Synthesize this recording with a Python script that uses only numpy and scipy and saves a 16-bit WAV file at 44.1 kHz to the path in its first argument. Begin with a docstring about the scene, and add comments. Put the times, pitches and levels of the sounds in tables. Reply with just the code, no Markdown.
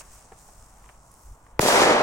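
"""A clearing among grass and woods: a firecracker on a concrete slab hisses and spits, falls quiet, and bursts.
The fuse is coloured noise with gains that fluctuate; its sparks are short bursts of noise around a high pitch.
The shock is a push and a suction that rings the microphone housing and saturates a camera's microphones.
Grass scatters it back as a bright rush, the woods as a roar with separate slaps, duller with travel time.
Rustle, scuffs and taps from handling lie beneath, with light wind and a distant wash, all shaped noise or modes."""
import sys
import numpy as np
from scipy import signal
from scipy.fft import rfft, irfft, next_fast_len
from scipy.io import wavfile
from scipy.ndimage import map_coordinates

SR = 44100
rng = np.random.default_rng(int(sys.argv[2]) if len(sys.argv) > 2 else 0)


def int16_out(signal):
    """Quantize to a 16-bit WAV file."""
    q = np.round(np.clip(np.atleast_2d(signal).T, -1, 1) * 32767)
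    wavfile.write(sys.argv[1], SR, q.astype(np.int16))


N = 89258
BANG_S = 1.5933

# Hiss of the fuse, before FUSE_DB: [t/s, level/dB] and spectrum [f/Hz, level/dB]
FUSE_ENVELOPE = [(0, -42), (.03, -60), (.11, -57.5), (.16, -55.5), (.22, -58.5), (.346, -63), (.38, -58.5),
                 (.66, -61), (.72, -64), (.88, -62.5), (.994, -65.5), (1.122, -63), (1.342, -64),
                 (1.376, -69.5), (1.51, -69), (1.55, -75.5)]
FUSE_SPECTRUM = [(1500, -9), (3500, -12.5), (4600, -8.5), (5600, -1.5), (8000, 1.5), (9800, -3.5),
                 (11000, -20.5), (15500, -14.5)]
FUSE_DB, FUSE_ROUGH_DB = 2, 1.9  # added level, depth of the sputter
# Treble of the fuse's hiss, before SIZZLE_DB: [t/s, level/dB] and spectrum [f/Hz, level/dB]
SIZZLE_ENVELOPE = [(0.0, -63), (0.038, -63), (0.11, -69), (0.15, -61), (0.29, -77), (0.42, -65),
                   (0.958, -72), (0.996, -83), (1.048, -72), (1.238, -63.5), (1.416, -77), (1.55, -77)]
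SIZZLE_SPECTRUM = [(3000, -25), (6000, 2), (11000, 0), (14000, -3), (16000, -5)]
SIZZLE_DB, SIZZLE_ROUGH_DB = 2.5, 2.2
FUSE_CLUMPS_PER_S = 350
# Sparks from the fuse: [t/s, level/dB, left over right/dB, f/Hz]
SPARKS = [(0.1283, -47, 8, 13500), (0.137, -53, 4, 11000), (0.151, -49, 10, 12100),
          (0.4167, -43.5, -5, 8050), (1.1169, -45, -9, 10000), (1.1408, -41.5, -9, 9600)]
SPARK_HALF_WIDTH_HZ, SPARK_T60_S = 960, 0.0035  # offset at which the gain is halved, decay time

# Rustle at the camera: [t/s, level/dB] and spectrum [f/Hz, level/dB]
RUSTLE_ENVELOPE = [(0, -64), (.18, -62), (.26, -68), (.36, -66), (.44, -72), (.72, -67.5), (.85, -65),
                   (.96, -67), (1.01, -87), (1.55, -69)]
RUSTLE_SPECTRUM = [(300, -8), (1400, 0), (2400, -5), (4000, -13.5), (9000, -36)]
# Scuffs at the camera, before SCUFF_DB: [t/s, level/dB, low-pass cutoff f/Hz, t60/s]
SCUFFS = [(.008, -43.5, 3000, 0.085), (0.322, -44.5, 1470, .06), (.487, -50, 1000, 0.065),
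          (0.841, -51, 2200, 0.028), (0.86, -50, 2400, .02), (0.891, -43, 2700, .016),
          (0.8963, -46, 2440, 0.013), (0.9, -47.5, 2410, 0.016), (1.466, -52, 2000, 0.028)]
SCUFF_DB = 0.5
# Spectrum of the scuffs before their low-pass: [f/Hz, level/dB]
GRIT_SPECTRUM = [(100, -22), (500, 0), (2800, -3.5), (9000, -39)]

# Distant wash of the countryside, before its treble roll-off: spectrum [f/Hz, level/dB]
WASH_SPECTRUM = [(59, -13), (100, -1), (230, -7.5), (286, -10.5), (377, -11.5), (546, -8.5), (688, -6),
                 (1090, -5), (1660, -16.5), (4000, -30.5), (5200, -50), (8800, -120)]
WASH_DB, WASH_HALF_GAIN_HZ, WASH_LEAD_S = -57, 3570, 0.00015
# Wind at the microphones: [t/s, level/dB] and spectrum [f/Hz, level/dB]
WIND_ENVELOPE = [(0.0, -56.5), (.1, -51.5), (0.45, -57.5), (0.632, -49), (0.694, -58), (0.795, -48.5),
                 (0.922, -60), (0.975, -48), (1.02, -60), (1.06, -59), (1.235, -62), (1.26, -44),
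                 (1.335, -45), (1.358, -59), (1.55, -51), (1.7, -47)]
WIND_SPECTRUM = [(10, -3), (25, -6), (48, 4), (75, -11), (130, -18), (300, -61), (1000, -80)]
# Left-right correlation of fuse, handling and ambient noise: [f/Hz, correlation/1]
AMBIENT_CORRELATION = [(60, 1), (250, 0.97), (1000, 0.83), (3000, 0.033), (8000, 0.52)]

# Taps on the camera: [t/s, level/dB]
TAP_EVENTS = [(0.3184, -42), (.3208, -36), (0.3239, -37.5), (0.4872, -45.5), (.4905, -49)]
# Modes of the camera body: [f/Hz, level relative to the tap/dB, t60/s]
BODY_MODES = [(197, -6, 0.056), (462, -8.5, 0.11), (780, -5.5, 0.052), (1380, -20, 0.038)]

SHOCK_DB, SHOCK_S = 0, 0.001  # level before saturation, length of the push
BOUNCE_DB, BOUNCE_S = -1, 0.002193  # the shock off the slab: level relative to the shock, delay
CRACK_DB, CRACK_S = -5.5, 0.0021  # tearing edge: noise level before saturation, time to fall to 1/e
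OVERLOAD_DB = -5  # ceiling of the saturation, before the microphones' colour
# Modes of the microphone housing before saturation: [f/Hz, level/dB, t60/s]
HOUSING_MODES = [(218, -20, 0.0135), (480, -12.5, 0.006), (998, -10.5, 0.0064), (2370, 1.5, 0.0033)]
# Colour of the overloaded microphones: [f/Hz, gain/dB]
MIC_RESPONSE = [(20, -5), (140, 4), (300, 3), (800, 8.5), (1500, 2), (2400, -2.5), (3800, -11.5),
                (5000, -7), (10000, -17), (15500, -16)]
# Low shudder after the shock: spectrum [f/Hz, level/dB]
THUMP_SPECTRUM = [(12, 2), (35, -16), (110, -10), (220, -8), (500, -19), (2000, -70)]
THUMP_DB, THUMP_T60_S, THUMP_RISE_S = -19, 0.088, 0.0064  # level before the envelope, its decay and rise

# Echo from grass and slab joints, before air loss: [t/s, level/dB]
GRASS_ENVELOPE = [(1.598, -63), (1.607, -31.5), (1.616, -22), (1.648, -24.5), (1.664, -23.5), (1.682, -20),
                  (1.73, -22), (1.81, -19), (2.02, -29.5)]
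# Spectrum [f/Hz, level/dB] and balance [f/Hz, left over right/dB] of that echo
GRASS_SPECTRUM = [(100, -16), (400, -14), (1500, -3), (3300, 1), (6500, 3), (10000, 0.5), (15500, -8.5)]
GRASS_BALANCE = [(500, 3), (3000, 1.5), (7000, -2), (13000, 2.5)]
GRASS_ROUGH_DB, GRASS_CLUMPS_PER_S = 1, 110
# Echo from the woods, before air loss: [t/s, level/dB] and spectrum [f/Hz, level/dB]
WOODS_ENVELOPE = [(1.598, -33.5), (1.64, -23), (1.675, -22.5), (1.715, -17.5), (1.80, -15.5), (1.865, -16),
                  (1.93, -16.5), (2.02, -19.5)]
WOODS_SPECTRUM = [(30, -59), (100, -21), (200, -11.5), (400, -2), (680, 0), (1200, -5.5), (1800, -7.5),
                  (3000, -14.5), (6000, -22), (15000, -27)]
WOODS_ROUGH_DB, WOODS_CLUMPS_PER_S = 1.5, 220
# Left-right correlation of echoes and shudder: [f/Hz, correlation/1]
ECHO_CORRELATION = [(100, 1), (200, 1), (380, 0.95), (700, 0.73), (1300, 0.32), (2400, 0.56), (4400, 0.43),
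                    (8000, 0.031)]
ECHO_LEAD_S = 0.00015  # the echoes come from the left
# Slaps from single trees and banks, before high-pass and air loss: [t/s, level/dB, f/Hz]
SLAP_EVENTS = [(1.6059, -11, 420), (1.6297, -6, 566), (1.6345, -4, 480), (1.6530, -3, 463),
               (1.6614, -1.5, 580), (1.682, -12.5, 870), (1.6867, -4, 780), (1.711, -9, 790),
               (1.7325, -5.5, 557), (1.7605, -4, 595), (1.782, -14, 560), (1.8065, -2.5, 570),
               (1.8207, -2.5, 480), (1.8524, -6.5, 710), (1.8597, -5, 730), (1.873, -4, 520),
               (1.8981, -5.5, 480), (1.9104, -1.5, 480), (1.9468, -3.5, 660), (1.9683, -6, 630),
               (2.011, -5, 650)]
SLAP_T60_S, SLAP_LEAD_S = 0.0067, 0.0001  # decay, scale of the random left lead
SLAP_LOW_HZ = 190  # trunks reflect little bass
AIR_DB_PER_S, AIR_POWER = 44.5, 1.54  # loss at 10 kHz per second of travel, its exponent in frequency

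CEILING, TOP_HZ = 0.75, 16200  # amplitude limit, upper band limit


def amp(db):
    """Level: a gain is ten to the power of dB/20."""
    return 10 ** (np.asarray(db) / 20)


def unit(x):
    """Normalization: scale the mean power to one."""
    return x / np.sqrt(np.mean(x ** 2) + 1e-20)


def along(points, hz):
    """Interpolation of [f/Hz, value] points on a logarithmic frequency axis."""
    f, v = np.transpose(points)
    return np.interp(np.log(hz + 1), np.log(f + 1), v)


def since(s):
    """Elapsed time in seconds after an instant, zero before it."""
    return np.maximum(np.arange(N) / SR - s, 0)


def level(rows):
    """Envelope: gain per sample from [t/s, level/dB] points."""
    return amp(np.interp(np.arange(N) / SR, *np.transpose(rows)))


def fade(t, t60):
    """Exponential damping: a fall of 60 dB in t60, silence before t = 0."""
    return (t > 0) * np.exp(-np.log(1000) * t / t60)


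def filtered(x, response):
    """Linear filtering: multiply the spectrum by a response of frequency."""
    m = next_fast_len(N + SR // 2)
    return irfft(rfft(x, m) * response(np.fft.rfftfreq(m, 1 / SR)), m)[..., :N]


def coloured(x, spectrum):
    """Minimum phase: folding the cepstrum makes a causal filter with the given magnitude."""
    m = 2 * next_fast_len(N)
    log_gain = np.log(amp(along(spectrum, np.fft.rfftfreq(m, 1 / SR))))
    cepstrum = irfft(log_gain, m)
    cepstrum[1:m // 2] *= 2
    cepstrum[m // 2 + 1:] = 0
    return irfft(rfft(x, m) * np.exp(rfft(cepstrum)), m)[..., :N]


def panned(db):
    """Level difference: gains of left and right for a left-over-right ratio in dB."""
    return amp(db * np.array([[1], [-1]]) / 2)


def clumps(depth_db, rate):
    """Random modulation: a smooth gain through random knots, depth_db their standard deviation."""
    knots = rng.standard_normal(N // 8)
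    return amp(depth_db * map_coordinates(knots, [np.arange(N) * rate / SR], mode="reflect"))


def rush(spectrum, correlation, lead_s=0):
    """Partial coherence: rms-1 stereo noise from shared and opposed parts, the left leading by lead_s."""
    def mid_side_gains(hz):
        angle = np.arccos(np.clip(along(correlation, hz), -1, 1)) / 2
        return amp(along(spectrum, hz)) * [np.cos(angle), np.sin(angle)]

    def lead(hz):
        return np.exp(1j * np.pi * lead_s * np.outer([1, -1], hz))

    mid, side = filtered(rng.standard_normal((2, N)), mid_side_gains)
    return unit(filtered(np.array([mid + side, mid - side]), lead))


def spark(s, db, pan_db, hz):
    """Impulsive emission: a damped burst of narrow-band noise around a high pitch."""
    noise = rng.standard_normal(N)
    snap = unit(filtered(noise, lambda f: 1 / (1 + ((f - hz) / SPARK_HALF_WIDTH_HZ) ** 2)))
    return amp(db) * panned(pan_db) * fade(since(s), SPARK_T60_S) * snap


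def fuse():
    """Combustion noise: the fuse hisses, sizzles and throws sparks until it reaches the charge."""
    hiss = amp(FUSE_DB) * level(FUSE_ENVELOPE) * clumps(FUSE_ROUGH_DB, FUSE_CLUMPS_PER_S)
    hiss = hiss * rush(FUSE_SPECTRUM, AMBIENT_CORRELATION)
    sizzle = amp(SIZZLE_DB) * level(SIZZLE_ENVELOPE) * clumps(SIZZLE_ROUGH_DB, FUSE_CLUMPS_PER_S)
    sizzle = sizzle * rush(SIZZLE_SPECTRUM, AMBIENT_CORRELATION)
    sparks = sum(spark(*row) for row in SPARKS)
    return (hiss + sizzle + sparks) * (since(BANG_S) == 0)


def handling():
    """Friction noise: a faint rustle, and low-passed, damped scuffs at the camera."""
    out = level(RUSTLE_ENVELOPE) * rush(RUSTLE_SPECTRUM, AMBIENT_CORRELATION)
    grit = rush(GRIT_SPECTRUM, AMBIENT_CORRELATION)
    for s, db, cutoff_hz, t60 in SCUFFS:
        lowpass = signal.butter(3, cutoff_hz, fs=SR, output="sos")
        dull = signal.sosfilt(lowpass, grit)
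        out += amp(db + SCUFF_DB) * unit(dull) * fade(since(s), t60)
    return out


def outdoors():
    """Background noise: a steady distant wash, and light puffs of wind at the microphones."""
    wash = rush(WASH_SPECTRUM, AMBIENT_CORRELATION, WASH_LEAD_S)
    wash = filtered(wash, lambda hz: 1 / (1 + (hz / WASH_HALF_GAIN_HZ) ** 2))
    wind = level(WIND_ENVELOPE) * rush(WIND_SPECTRUM, AMBIENT_CORRELATION)
    return amp(WASH_DB) * unit(wash) + wind


def taps():
    """Modal response: a finger bumps the camera and excites damped modes of its body."""
    out = np.zeros(N)
    for s, db in TAP_EVENTS:
        t = since(s)
        for hz, mode_db, t60 in BODY_MODES:
            out += amp(db + mode_db) * np.sin(2 * np.pi * hz * t) * fade(t, t60)
    return out


def shock_wave(t):
    """Blast pressure: an instant push followed by a longer suction."""
    return (t > 0) * (1 - t / SHOCK_S) * np.exp(-t / SHOCK_S)


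def blast():
    """Saturation: shock, slab bounce and housing modes overload the microphones; a low shudder follows."""
    t = since(BANG_S)
    bounce = amp(BOUNCE_DB) * shock_wave(since(BANG_S + BOUNCE_S))
    shock = amp(SHOCK_DB) * (shock_wave(t) + bounce)
    ring = sum(amp(db) * np.sin(2 * np.pi * hz * t) * fade(t, t60) for hz, db, t60 in HOUSING_MODES)
    crack = amp(CRACK_DB) * (t > 0) * np.exp(-(t / CRACK_S) ** 2) * rng.standard_normal((2, N))
    thump_envelope = amp(THUMP_DB) * fade(t, THUMP_T60_S) * (1 - np.exp(-t / THUMP_RISE_S))
    thump = thump_envelope * rush(THUMP_SPECTRUM, ECHO_CORRELATION)
    ceiling = amp(OVERLOAD_DB)
    squashed = ceiling * np.tanh((shock - ring + crack) / ceiling)
    return coloured(squashed, MIC_RESPONSE) + thump


def grass_echo():
    """Diffuse scattering: countless small reflections near the slab arrive as a bright, clumped rush."""
    gain = level(GRASS_ENVELOPE) * clumps(GRASS_ROUGH_DB, GRASS_CLUMPS_PER_S)
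    grass = gain * rush(GRASS_SPECTRUM, ECHO_CORRELATION, ECHO_LEAD_S)
    return filtered(grass, lambda hz: panned(along(GRASS_BALANCE, hz)))


def woods_echo():
    """Multiple scattering: countless reflections among the trees merge into a roar."""
    gain = level(WOODS_ENVELOPE) * clumps(WOODS_ROUGH_DB, WOODS_CLUMPS_PER_S)
    return gain * rush(WOODS_SPECTRUM, ECHO_CORRELATION, ECHO_LEAD_S)


def slaps():
    """Discrete reflection: large reflectors each return a short damped wave, earlier at the left."""
    out = np.zeros((2, N))
    sides = rng.uniform(-0.47, 1, len(SLAP_EVENTS))
    for (s, db, hz), side in zip(SLAP_EVENTS, sides):
        t = np.array([since(s - SLAP_LEAD_S * (1 + side)), since(s)])
        out += amp(db) * np.sin(2 * np.pi * hz * t) * fade(t, SLAP_T60_S)
    return signal.sosfilt(signal.butter(2, SLAP_LOW_HZ, "high", fs=SR, output="sos"), out)


def through_air(x):
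    """Atmospheric absorption: later echoes have travelled farther and lost more treble."""
    hz, t, z = signal.stft(x, SR, nperseg=256)
    loss_db = AIR_DB_PER_S * np.outer((hz / 10 ** 4) ** AIR_POWER, np.maximum(t - BANG_S, 0))
    return signal.istft(z * amp(-loss_db), SR, nperseg=256)[1][:, :N]


def echoes():
    """Superposition: grass, woods and slaps add, then share the loss in air."""
    diffuse = (grass_echo() + woods_echo()) * (since(BANG_S) > 0)
    return through_air(diffuse + slaps())


def scene():
    """Superposition of all sources at the two microphones."""
    return fuse() + handling() + outdoors() + taps() + blast() + echoes()


def record(dry):
    """Limiting: the camera rounds off the highest peaks, then removes what lies above its band limit."""
    rounded = dry / (1 + (dry / CEILING) ** 8) ** (1 / 8)
    return filtered(rounded, lambda hz: np.clip((TOP_HZ - hz) / 400 + 0.5, 0, 1))


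dry = scene()
out = record(dry)
int16_out(out)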